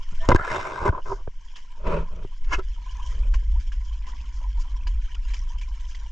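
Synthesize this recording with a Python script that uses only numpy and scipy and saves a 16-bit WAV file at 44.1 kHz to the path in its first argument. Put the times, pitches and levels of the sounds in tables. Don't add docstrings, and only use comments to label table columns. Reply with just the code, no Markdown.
import sys
import numpy as np
from scipy import signal
from scipy.fft import rfft, irfft, next_fast_len
from scipy.io import wavfile
from scipy.ndimage import uniform_filter1d, map_coordinates

SR = 44100
rng = np.random.default_rng(int(sys.argv[2]) if len(sys.argv) > 2 else 0)


def to_wav(sig):
    pcm = np.clip(np.atleast_2d(sig), -1, 1) * 32767
    pcm = np.round(pcm).astype(np.int16)
    wavfile.write(sys.argv[1], SR, pcm.T)


N = 269493


# (frequency [Hz], likeness [0-1])
SEA_ALIKE = [(60, 0.97), (160, 1), (440, 0.71), (1170, 0.33), (3170, 0.6), (8530, 0.99)]
BODY_ALIKE = [(100, 1), (400, 0.7), (1000, 0.76), (2000, 0.14), (5000, 0.95)]
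RUMBLE_ALIKE = [(25, .999), (60, .998), (130, .95), (300, .6)]

# (frequency [Hz], gain [dB])
FIZZ_TONE = [(500, -12.5), (1200, -17), (1700, -4), (1950, -5.5), (2300, -1.5), (2650, -6), (3100, 4.5),
             (3700, -9.5), (4500, -10.5), (5300, -5), (7200, -10.5), (8200, -24.5), (10000, -31)]
GURGLE_TONE = [(150, -16.5), (400, -21), (750, -24.5), (880, -15.5), (970, 0.5), (1070, -5), (1220, -24),
               (1600, -16.5), (3000, -64)]

# (peak time [s], half-width [s], level [dB])
SURGES = [(.1, 0.71, -56), (1.0, 0.05, -61.5), (1.57, 0.14, -59.5), (2.15, 0.94, -65), (2.66, .06, -62),
          (3.0, 0.32, -55.5), (3.4, 0.31, -61), (3.62, 0.06, -61), (3.9, 0.26, -61.5), (4.14, 0.25, -58.5),
          (4.4, 0.22, -62), (4.73, 0.36, -58.5), (5.08, 0.081, -54.5), (5.36, 0.28, -57.5),
          (5.62, 0.047, -56), (5.95, 0.36, -57.5)]
CALM_FIZZ_DB, CALM_GURGLE_DB = -71, -68.5
FIZZ_FLICKER_DB = 1.2
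TRICKLE_HZ, TRICKLE_OCTAVES, TRICKLE_CLIMB, TRICKLE_DB = 1266, 0.99, 0.089, -8

# (peak time [s], half-width [s], level [dB])
GURGLES = [(.05, 0.16, -55), (1.43, 0.045, -62.5), (1.59, 0.09, -57), (1.79, 0.084, -56),
           (2.075, 0.054, -52), (2.32, .025, -57.5), (2.85, 0.05, -54.5), (3.06, 0.19, -53),
           (3.42, 0.034, -70), (3.66, 0.11, -68.5), (3.95, 0.17, -58), (4.11, 0.05, -49),
           (4.23, 0.048, -56), (4.38, 0.067, -54), (4.61, 0.072, -54), (4.77, 0.13, -57.5),
           (4.95, 0.072, -62), (5.13, 0.12, -62.5), (5.3, 0.13, -58.5), (5.51, 0.088, -56),
           (5.71, 0.032, -57), (5.83, 0.2, -58.5), (6.04, 0.058, -56.5)]
GLIDE_HZ, GLIDE_OCTAVES, GLIDE_CLIMB = 801, 1.098, 0.18
GLIDE_DB, SWILL_DB = -4.5, -2

# (time [s], level [dB])
SWAY = [(0.0, -28.5), (0.34, -14), (0.4, -31.5), (0.75, -40.5), (0.91, -28), (1.0, -28), (1.14, -27.5),
        (1.53, -35.5), (1.81, -31.5), (1.85, -22), (2.32, -31.5), (2.45, -19.5), (2.6, -26)]
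DRONE = [(2.55, -26.5), (2.9, -31), (3.36, -16), (3.41, -23), (3.59, -17), (3.66, -29), (3.69, -23),
         (4.24, -31.5), (4.59, -21.5), (4.78, -26.5), (4.95, -20), (5.12, -29), (5.22, -23.5), (6.1, -31)]
# (frequency [Hz], gain [dB])
SWAY_TONE = [(5, -9), (11, 2.5), (18, 1), (28, -9), (45, -21.5), (80, -34), (130, -44.5), (300, -65),
             (700, -120)]
DRONE_TONE = [(10, -6), (24, 1.5), (48, 1), (60, -8.5), (80, -33.5), (110, -38.5), (230, -52), (450, -72),
              (1000, -120)]

# (time [s], level [dB], ring [Hz], rise [s], t60 [s], crack re level, before trim [dB])
KNOCKS = [(.122, -38, 146, .008, 0.074, -38), (0.2883, -6, 316, 0.00059, 0.016, -8.5),
          (.293, -11.5, 558, 0.00065, 0.052, -26), (.2965, -15, 942, 0.00047, .03, -24),
          (.305, -12.5, 465, 0.00038, 0.027, -15), (.311, -18, 515, 0.00039, 0.03, -21),
          (.321, -20, 2050, 0.00075, 0.024, -17.5), (0.3137, -11.5, 1375, 0.0039, 0.017, -25),
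          (0.317, -6.5, 1003, 0.0021, 0.039, -27), (0.325, -12.5, 377, 0.00055, 0.023, -39.5),
          (0.3467, -7, 341, 0.0011, 0.033, -19), (0.357, -20, 1030, 0.001, 0.048, -8.5),
          (0.36, -16, 1632, 0.002, 0.031, -9.5), (.395, -19.5, 1365, 0.003, 0.022, -27),
          (0.41, -21, 1434, .0008, 0.023, -23), (0.475, -28.5, 1690, 0.0021, 0.074, -13),
          (0.502, -23.5, 2046, 0.0012, 0.026, -21), (.512, -25, 1720, 0.0009, 0.0245, -13),
          (.522, -28, 624, .001, 0.03, -13), (0.528, -21.5, 1470, 0.0019, 0.014, -12.5),
          (.551, -27.5, 1420, 0.0012, .02, -18), (.561, -23, 1540, .001, .02, -15),
          (.668, -35, 2250, 0.0015, 0.019, 1.5), (.815, -25, 1020, 0.0017, .04, -23),
          (.85, -23, 944, .001, 0.053, -23), (.879, -16, 1015, 0.00075, 0.029, -16),
          (.889, -15, 324, 0.00044, 0.0064, -30), (.89, -19, 1506, 0.0012, 0.024, -23),
          (.948, -28, 1010, 0.0028, .1, -31), (1.057, -35.5, 1002, .001, .06, -20),
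          (1.274, -32, 910, 0.00075, 0.011, -51), (1.276, -25.5, 436, 0.0012, 0.02, -39),
          (2.248, -28.5, 380, 0.00091, .035, -54), (2.515, -26.5, 1056, 0.0054, 0.047, -24),
          (2.578, -27.5, 378, 0.017, 0.067, -15.5), (2.591, -33, 1320, 0.0077, 0.038, -26),
          (3.254, -44.5, 553, 0.0012, 0.019, -27), (3.426, -44.5, 468, .0015, 0.011, -22),
          (4.415, -49, 595, 0.0014, 0.027, -25)]
# (frequency [Hz], width [Hz], gain [dB])
HOUSING = [(382, 93, -0.5), (629, 71, -0.5), (990, 98, 1), (1560, 131, -4), (2084, 56, -8.5),
           (2600, 680, -22), (3670, 240, -23.5), (5340, 970, -29.5), (7110, 2300, -35)]
# (frequency [Hz], left minus right [dB])
SHELL_TILT = [(60, 1), (120, 0.5), (250, -0.5), (500, -4), (1020, 1), (2070, 1), (4200, -1.5), (8530, 0)]
THUMP_DB, THUMP_DB_PER_OCTAVE, THUMP_REF_HZ = 2, -4, 348
PORT_SKEW = 0.36
CLATTER_BRIGHTENS = 0.32

# (start [s], length [s], level [dB], hiss re level, before trim [dB])
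RUBS = [(0.209, 0.17, -46, -8), (0.373, 0.059, -44, -12), (0.434, 0.035, -38.5, -5), (0.465, 0.4, -34, -9),
        (0.498, .07, -36.5, -11.5), (.812, .02, -39, -17), (0.846, 0.045, -26, -17),
        (0.92, 0.015, -34, -20.5), (0.938, 0.059, -42.5, -21.5), (1.049, 0.092, -41.5, -17.5),
        (1.105, 0.025, -45, -29), (1.153, 0.061, -54.5, -17)]
RUB_ATTACK_S, RUB_T60_S, RUB_SAG_DB_PER_S = 0.019, 0.057, 8.5
FASTEST_AT, SPEED_WIDTH = 0.23, 0.49
HISS_SPEED_DB = 6.5
SOFT_BOOM = 0.44
RUB_ROUGH_DB, RUB_ROUGH_PER_S, RUB_PATCHY_DB = 2.1, 280, 1.8
SQUELCH_DB, SQUELCH_HZ, SQUELCH_OCTAVES = 2.5, 800, 1.6
# (frequency [Hz], width [Hz], gain [dB])
HOLLOW = [(383, 29, 3), (597, 36, -14), (1028, 40, 0.5), (1480, 50, -10)]
HOLLOW_DB, HOLLOW_DAMPING = -29, 0.98

# (peak time [s], half-width [s], level [dB], pitch at peak [Hz], glide [Hz/s])
WHINES = [(.233, .026, -41.5, 660, 500), (.25, 0.019, -38.5, 987, 700), (0.235, 0.029, -44.5, 1805, 1798),
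          (1.125, .022, -33.5, 393, -200), (1.888, 0.032, -32.5, 387.4, 200),
          (1.935, 0.047, -30.5, 572, 252), (1.935, 0.063, -40, 988, -400), (1.97, 0.068, -28.5, 164.3, -29),
          (2.015, .02, -43.5, 975, -1500), (2.538, 0.012, -26.5, 1427, 900), (2.54, 0.011, -33, 2140, 598),
          (2.54, .013, -40, 2900, 600), (2.54, 0.016, -37, 2642, 597)]
WHINE_WAVER_DB = 1.5

# (frequency [Hz], width [Hz], gain [dB])
SQUEAK_RING = [(675, 87, -8), (1400, 82, -0.5), (1700, 79, -6), (2060, 46, -9)]
SQUEAK_S, SQUEAK_LENGTH_S, SQUEAK_DB = 0.374, 0.08, -32.5

# (peak time [s], half-width [s], buffet level [dB], rush level [dB])
PUFFS = [(.82, 0.015, -26.5, -60), (0.897, 0.0099, -18, -44), (1.82, 0.038, -44, -55),
         (1.866, 0.014, -24, -37.5), (1.93, 0.055, -31.5, -29), (2.005, 0.038, -30.5, -46),
         (2.125, 0.024, -42, -55.5), (2.199, 0.058, -36.5, -51), (3.199, 0.14, -37.5, -59)]
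# (frequency [Hz], width [Hz], gain [dB])
PORT = [(164.6, 17, 1.5), (425, 131, -3.5), (624, 66, -3), (942, 74, -6.5), (1315, 314, -13.5),
        (2540, 395, -21.5), (5530, 9500, -53)]
# (frequency [Hz], gain [dB])
BUFFET_TONE = [(20, -26), (45, 7), (70, -2.5), (100, -13.5), (160, -26), (400, -94)]
BUFFET_WIDTH, FLUTTER_WIDTH = 0.94, 0.94
FLUTTER_LAG_S = 0.016
FLUTTER_TOWARD_RUSH = 0.77

# (mid-swell time [s], level [dB], pitch [Hz], climb [share of pitch])
BUBBLES = [(1.02, -37, 2960, 0.093), (2.322, -42, 1060, 0.35), (2.685, -41, 3090, 0.064),
           (2.78, -39, 940, 0.12), (2.815, -41, 958, 0.18), (2.862, -34.5, 1000, 0.3),
           (2.895, -35, 2930, 0.1), (2.98, -41, 1720, .15), (2.995, -29.5, 998, 0.61),
           (3.122, -45, 1250, 0.22), (3.152, -40, 3040, .1), (3.235, -36, 2450, 0.19),
           (3.538, -49, 816, 0.68), (3.56, -36, 970, 0.76), (4.08, -33, 1050, 0.75),
           (4.126, -39.5, 956, 0.53), (4.134, -42, 1900, 0.17), (4.204, -37.5, 2630, .2),
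           (4.413, -42, 945, 0.38), (4.442, -32.5, 985, 0.18), (4.577, -35, 934, 0.23),
           (4.655, -53, 776, 0.38), (4.695, -45, 1130, 0.19), (4.81, -38.5, 2600, .2),
           (5.148, -27, 2950, 0.07), (5.162, -40.5, 1380, 0.21), (5.25, -39, 2780, .1),
           (5.392, -31, 5650, 0.17), (5.422, -42, 1070, 0.14), (5.504, -36.5, 1007, 0.17),
           (5.541, -45, 1160, .25), (5.68, -38.5, 1013, 0.097), (6.059, -41.5, 933, 0.16)]
BUBBLE_RISE_CYCLES = 10.97
BUBBLE_FLUTTER_DB = 1.6

# (peak time [s], half-width [s], level [dB])
DRAINS = [(1.109, 0.066, -56), (1.46, 0.022, -63.5), (2.979, 0.015, -69), (3.1, 0.065, -60),
          (3.86, 0.031, -60), (4.1, 0.015, -63), (4.36, 0.036, -57.5), (4.61, 0.015, -52.5),
          (5.382, 0.033, -62), (5.9, 0.021, -54.5)]
# (time [s], level [dB], t60 [s], trapped air pitch [Hz], ring re level [dB], low plop re level [dB])
SLAPS = [(1.5566, -32, 0.18, 3150, -5.5, -28), (2.442, -37.5, 0.061, 2190, -9, -35),
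         (3.338, -25.5, 0.092, 1580, -8.5, -15), (3.7189, -36, 0.17, 1630, -2.5, -38.5),
         (4.065, -35.5, 0.22, 2220, -14, -19), (4.869, -28.5, 0.078, 1670, -9, -18),
         (5.1462, -32, 0.036, 3040, -8, -18.5), (5.3017, -36.5, 0.21, 2320, -5, -20),
         (5.336, -29.5, 0.085, 2360, -6.5, -26), (5.366, -43.5, 0.044, 2330, 3, -32),
         (5.611, -36, 0.12, 2370, -5.5, -33), (5.947, -32.5, 0.082, 2030, -6.5, -40)]
# (frequency [Hz], gain [dB])
SLAP_TONE = [(200, -13.5), (700, -20.5), (1000, 11), (1350, -10.5), (1700, 5), (2400, 1.5), (3100, 6),
             (3900, -17), (6000, -25.5)]
SPRAY_TONE = [(2000, -20.5), (4000, -5.5), (5200, 5), (7200, 0.5), (8500, -30.5), (11000, -36)]
SLAP_RISE_S, SLAP_RING_CYCLES = 0.0045, 39
SLAP_TICK_DB, SLAP_SPRAY_DB = -22, -20

# (frequency [Hz], width [Hz], gain [dB])
SWIPE_RING = [(399, 92, -2.5), (1010, 79, 1.5), (1226, 104, -1), (1424, 68, 2.5), (1673, 63, 1),
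              (2147, 53, 2), (2600, 43, -1), (2900, 160, -7), (5200, 1470, -19.5), (6720, 1040, -20)]
SWIPE_S, SWIPE_WIDTH_S, SWIPE_DB = 2.538, 0.014, -24
GRAZE_WIDER, GRAZE_DB = 3.46, -16.5

# (time [s], level [dB], pitch [Hz], t60 [s])
PLINKS = [(3.341, -37, 1060, 0.052), (3.342, -42, 2277, 0.039), (3.345, -40.5, 2867, 0.045),
          (4.868, -38, 977, 0.053), (4.87, -39, 4800, 0.032), (4.869, -46, 4210, 0.06),
          (4.869, -42, 2930, 0.053), (5.338, -39.5, 3000, .05), (5.338, -49, 5020, .05),
          (5.613, -45.5, 2240, .06), (5.632, -42.5, 2390, 0.049), (5.948, -51, 4650, .04)]
PLINK_RISE_S, PLINK_CLIMB = 0.0025, 0.02

# (frequency [Hz], width [Hz], gain [dB])
HUM_LINES = [(118, 20, -5), (168.3, 8.9, -2), (232.6, 5.4, -0.5), (290, 36, -6.5)]
HUM_PEAK_S, HUM_DB, HUM_FADE_DB_PER_S = 4.35, -63, 7.5

TOP_HZ = 9130


def amp(db):
    return 10 ** (np.asarray(db) / 20)


def unit(x):
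    return x / np.sqrt(np.mean(x ** 2) + 1e-20)


def noise_pair():
    return rng.standard_normal((2, N))


def along(points, hz):
    f, value = np.transpose(points)
    return np.interp(np.log(hz + 1), np.log(f + 1), value)


def gains(rows, fade):
    s, db = np.transpose(rows)
    t = np.arange(N) / SR
    edges = np.interp(t, [s[0] - fade, s[0], s[-1], s[-1] + fade], [0, 1, 1, 0])
    return edges * amp(np.interp(t, s, db))


def wobble(rate):
    knots = rng.standard_normal(int(N * rate / SR) + 4)
    return map_coordinates(knots, [np.arange(N) * rate / SR])


def filtered(x, response):
    size = next_fast_len(N + SR // 2)
    spectrum = rfft(x, size) * response(np.fft.rfftfreq(size, 1 / SR))
    return irfft(spectrum, size)[..., :N]


def coloured(x, tone):
    return unit(filtered(x, lambda hz: amp(along(tone, hz))))


def resonate(x, modes):
    def response(f):
        total = 0
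        for k, (centre, width, db) in enumerate(modes):
            damping = 1j * f * width
            total = total + (-1) ** k * amp(db) * damping / (centre * centre - f * f + damping)
        return total
    return filtered(x, response)


def band(x, lo_hz, hi_hz, order=10):
    def response(f):
        low_edge = 1 + (lo_hz / (f + 1)) ** order
        high_edge = 1 + (f / hi_hz) ** order
        return 1 / np.sqrt(low_edge * high_edge)
    return unit(filtered(x, response))


def spread(pair, alike):
    def response(hz):
        turn = np.arccos(np.clip(along(alike, hz), -1, 1)) / 2
        return np.array([np.cos(turn), np.sin(turn)])
    mid, side = filtered(pair, response)
    return np.array([mid + side, mid - side])


def grit(rate, scatter_db, smooth):
    hits = rng.random((2, N)) < rate / SR
    sizes = rng.choice([-1, 1], (2, N)) * amp(scatter_db * np.minimum(noise_pair(), 2))
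    return unit(hits * sizes) + smooth * noise_pair()


def patchy(x, depth_db):
    z = signal.stft(x, nperseg=512)[2]
    field = rng.standard_normal(z.shape[1:])
    for axis in (0, 1):
        field = uniform_filter1d(field, size=5, axis=axis)
    return signal.istft(z * amp(depth_db * unit(field)), nperseg=512)[1][:, :N]


def add(track, s, sound):
    start = max(round(s * SR), 0)
    room = track[..., start:start + sound.shape[-1]]
    room += sound[..., :room.shape[-1]]


def swell(t, rise, t60):
    attack = np.sin(np.pi / 2 * np.minimum(t / rise, 1)) ** 2
    return attack * amp(-60 * np.maximum(t - rise, 0) / t60)


def bell(s, width):
    return np.exp(-((np.arange(N) / SR - s) / width) ** 2)


def stroke(s, length):
    t = np.maximum(np.arange(N) / SR - s, 0)
    release_db = 60 * np.maximum(t - length, 0) / RUB_T60_S
    return np.minimum(t / RUB_ATTACK_S, 1) * amp(-RUB_SAG_DB_PER_S * t - release_db)


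def bubble(hz, cycles, climb, rise):
    t = np.arange(SR // 12) / SR
    life = cycles / hz
    bent_time = t + climb * t * (t / life / 2 - 1 / 4)
    return swell(t, rise, life) * np.sin(2 * np.pi * hz * bent_time)


def bubbling(count, low_hz, octaves, cycles, climb, rise, range_db):
    out = np.zeros((2, N))
    for when, pitch, size, place in rng.random(size=(count, 4)):
        ring = bubble(low_hz * 2 ** (octaves * pitch), cycles, climb, rise)
        pan = amp(np.array([4, -4]) * (place - 0.5))
        add(out, when * N / SR, np.outer(pan, ring) * amp(-range_db * size))
    return unit(out)


def surging(rows, calm_db):
    power = sum((amp(db) * bell(s, width)) ** 2 for s, width, db in rows)
    return np.sqrt(amp(calm_db) ** 2 + power)


def wash():
    sea = spread(noise_pair(), SEA_ALIKE) * amp(1.5 * wobble(9))
    return amp(-68) * coloured(sea, FIZZ_TONE) + amp(-76) * coloured(sea, GURGLE_TONE)


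def lapping():
    foam = spread(grit(rate=800, scatter_db=5.5, smooth=0.95), SEA_ALIKE)
    foam = patchy(foam * amp(3.1 * wobble(58)), depth_db=4)
    beads = bubbling(count=3000, low_hz=1448, octaves=2.5, cycles=32, climb=0.055, rise=0.001, range_db=25.5)
    spray = unit(coloured(foam, FIZZ_TONE) + amp(-8) * coloured(beads, FIZZ_TONE))
    spray = spray * amp(FIZZ_FLICKER_DB * wobble(10))
    trickle = bubbling(count=760, low_hz=TRICKLE_HZ, octaves=TRICKLE_OCTAVES, cycles=54,
                       climb=TRICKLE_CLIMB, rise=0.0051, range_db=20)
    return surging(SURGES, CALM_FIZZ_DB) * (amp(1.07) * spray + amp(TRICKLE_DB) * trickle)


def gurgling():
    swill = patchy(spread(grit(rate=200, scatter_db=5.5, smooth=0.41), SEA_ALIKE), depth_db=2)
    glides = bubbling(count=420, low_hz=GLIDE_HZ, octaves=GLIDE_OCTAVES, cycles=48,
                      climb=GLIDE_CLIMB, rise=0.008, range_db=10)
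    glides = unit(coloured(glides, GURGLE_TONE) + amp(-19) * glides)
    water = amp(SWILL_DB) * coloured(swill, GURGLE_TONE) + amp(GLIDE_DB) * glides
    return surging(GURGLES, CALM_GURGLE_DB) * water


def rumble():
    out = np.zeros((2, N))
    for rows, tone in ((SWAY, SWAY_TONE), (DRONE, DRONE_TONE)):
        swing = coloured(spread(noise_pair(), RUMBLE_ALIKE), tone)
        power = uniform_filter1d(uniform_filter1d(swing[0] ** 2, size=5000), size=3000)
        level = uniform_filter1d(gains(rows, fade=0.19), size=1300)
        out += level * swing / np.sqrt(np.abs(power))
    return out


def knocks():
    t = np.arange(SR // 5) / SR
    rings = np.zeros((2, N))
    cracks, clatter, bright = np.zeros((3, N))
    skew = PORT_SKEW * np.array([[1], [-1]])
    for s, db, hz, rise, t60, crack_db in KNOCKS:
        thump_db = THUMP_DB + THUMP_DB_PER_OCTAVE * np.log2(hz / THUMP_REF_HZ)
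        blow = amp(db) * swell(t, rise, t60)
        thump = amp(db + thump_db) * swell(t, 0.0041, 0.029) * np.sin(2 * np.pi * 75 * t)
        add(rings, s, -blow * np.sin(2 * np.pi * hz * t + skew) - thump)
        add(cracks, s, amp(db + crack_db) * swell(t, rise, 0.017))
        add(clatter, s, blow)
        add(bright, s, blow * amp(CLATTER_BRIGHTENS * crack_db))
    noise = spread(noise_pair(), BODY_ALIKE)
    shell = unit(resonate(spread(noise_pair(), BODY_ALIKE), HOUSING))
    crack_noise = amp(-7.5) * cracks * band(noise, 918, 6480)
    low_clatter = amp(-14) * clatter * band(shell, 180, 750)
    high_clatter = amp(-6.5) * bright * band(shell, 990, 3600)
    return rings + crack_noise + low_clatter + high_clatter


def rubs():
    press, boom, hiss, hollow = np.zeros((4, N))
    for s, length, db, hiss_db in RUBS:
        pressure = amp(db) * stroke(s, length)
        speed = bell(s + FASTEST_AT * length, SPEED_WIDTH * length)
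        press += pressure
        hollow += pressure * amp(min(HOLLOW_DB - HOLLOW_DAMPING * hiss_db, 2))
        boom += pressure * amp(-SOFT_BOOM * hiss_db)
        hiss += pressure * amp(hiss_db - HISS_SPEED_DB * (1.5 - speed))
    catches = grit(rate=1700, scatter_db=0, smooth=0.7) * amp(RUB_ROUGH_DB * wobble(RUB_ROUGH_PER_S))
    slips = spread(patchy(catches, depth_db=RUB_PATCHY_DB), BODY_ALIKE)
    shell = resonate(slips, HOUSING)
    squelch = bubbling(count=900, low_hz=SQUELCH_HZ, octaves=SQUELCH_OCTAVES, cycles=18,
                       climb=0.05, rise=0.0002, range_db=26)
    low = amp(-10) * band(shell, 170, 900) + amp(-16.5) * band(shell, 60, 109)
    middle = amp(-1.5) * band(shell, 800, 1480)
    high = amp(7) * band(shell, 1920, 8900) + amp(SQUELCH_DB) * squelch
    ring = band(resonate(slips, HOLLOW), 300, 1700)
    return boom * low + press * middle + hiss * high + hollow * ring


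def whines():
    out = np.zeros(N)
    for s, width, db, hz, glide in WHINES:
        t = np.arange(N) / SR - s
        turns = hz * t + glide * t ** 2 / 2 + rng.random()
        out += amp(db) * bell(s, width) * np.sin(2 * np.pi * turns)
    return out * amp(WHINE_WAVER_DB * wobble(120))


def squeak():
    catches = spread(grit(rate=900, scatter_db=-1, smooth=0.54), BODY_ALIKE)
    return amp(SQUEAK_DB) * stroke(SQUEAK_S, SQUEAK_LENGTH_S) * unit(resonate(catches, SQUEAK_RING))


def puffs():
    buffet, flutter, rush = np.zeros((3, N))
    for s, width, buffet_db, rush_db in PUFFS:
        flutter_db = buffet_db + FLUTTER_TOWARD_RUSH * (rush_db - buffet_db)
        buffet += amp(buffet_db) * bell(s, BUFFET_WIDTH * width)
        flutter += amp(flutter_db) * bell(s + FLUTTER_LAG_S, FLUTTER_WIDTH * width)
        rush += amp(rush_db) * bell(s, width)
    eddies = spread(noise_pair() * amp(2.55 * wobble(110)), BODY_ALIKE)
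    port = resonate(eddies, PORT)
    push = amp(1) * buffet * coloured(eddies, BUFFET_TONE)
    return push + amp(-3) * flutter * band(port, 105, 215) + amp(2.5) * rush * band(port, 333, 7500)


def bubbles():
    out = np.zeros(N)
    for s, db, hz, climb in BUBBLES:
        rise = BUBBLE_RISE_CYCLES / hz
        add(out, s - rise / 2, amp(db - 7.5) * bubble(hz, cycles=43, climb=climb, rise=rise))
        for delay, pitch in rng.standard_normal((2, 2)):
            small = bubble(hz * np.exp(0.08 * pitch), cycles=39, climb=climb, rise=0.0046)
            add(out, s + 0.023 * delay, amp(db - 17) * small)
    return out * amp(BUBBLE_FLUTTER_DB * wobble(160))


def slaps():
    t = np.arange(SR // 4) / SR
    body, plop, pockets = np.zeros((3, N))
    mist = sum(amp(db) * bell(s, width) for s, width, db in DRAINS)
    for s, db, t60, hz, ring_db, plop_db in SLAPS:
        tick = amp(SLAP_TICK_DB) * swell(t, 0.0004, 0.009)
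        burst = amp(db) * (swell(t, SLAP_RISE_S, t60) + tick)
        add(body, s, burst)
        add(mist, s, burst * amp(SLAP_SPRAY_DB))
        add(plop, s, burst * amp(plop_db))
        pocket = bubble(hz, cycles=SLAP_RING_CYCLES, climb=0.05, rise=0.0011)
        add(pockets, s, amp(db + ring_db) * pocket)
        for delay, pitch in rng.random(size=(5, 2)):
            small_hz = hz * 2 ** (1.3 * pitch - 0.2)
            small = bubble(small_hz, cycles=SLAP_RING_CYCLES, climb=0.089, rise=0.00031)
            add(pockets, s + 0.011 * delay, amp(db + ring_db - 7.5) * small)
    drops = spread(grit(rate=2600, scatter_db=4, smooth=0.16), SEA_ALIKE)
    splash = amp(-14) * body * coloured(drops, SLAP_TONE)
    spray = mist * coloured(drops, SPRAY_TONE)
    return pockets + splash + spray + amp(-7) * plop * band(drops, 170, 700)


def swipe():
    rasp = spread(grit(rate=2200, scatter_db=-1, smooth=0.88), BODY_ALIKE)
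    graze = amp(GRAZE_DB) * bell(SWIPE_S, GRAZE_WIDER * SWIPE_WIDTH_S)
    pressure = bell(SWIPE_S, SWIPE_WIDTH_S) + graze
    return amp(SWIPE_DB) * pressure * unit(resonate(rasp, SWIPE_RING))


def plinks():
    out = np.zeros(N)
    for s, db, hz, t60 in PLINKS:
        add(out, s, amp(db) * bubble(hz, cycles=hz * t60, climb=PLINK_CLIMB, rise=PLINK_RISE_S))
    return out


def hum():
    distance = np.abs(np.arange(N) / SR - HUM_PEAK_S)
    lines = resonate(resonate(rng.standard_normal(N), HUM_LINES), HUM_LINES)
    return amp(HUM_DB - HUM_FADE_DB_PER_S * distance) * unit(lines)


def scene():
    sea = wash() + lapping() + gurgling() + bubbles() + slaps() + plinks()
    touch = knocks() + rubs() + whines() + squeak() + puffs() + swipe()
    touch = filtered(touch, lambda hz: amp(np.outer([0.5, -0.5], along(SHELL_TILT, hz))))
    return sea + touch + rumble() + hum()


def record(dry):
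    held = dry / (1 + np.abs(dry / 0.9) ** 8) ** (1 / 8)
    return filtered(held, lambda hz: 1 / np.sqrt(1 + (hz / TOP_HZ) ** 40))


dry = scene()
out = record(dry)
to_wav(out)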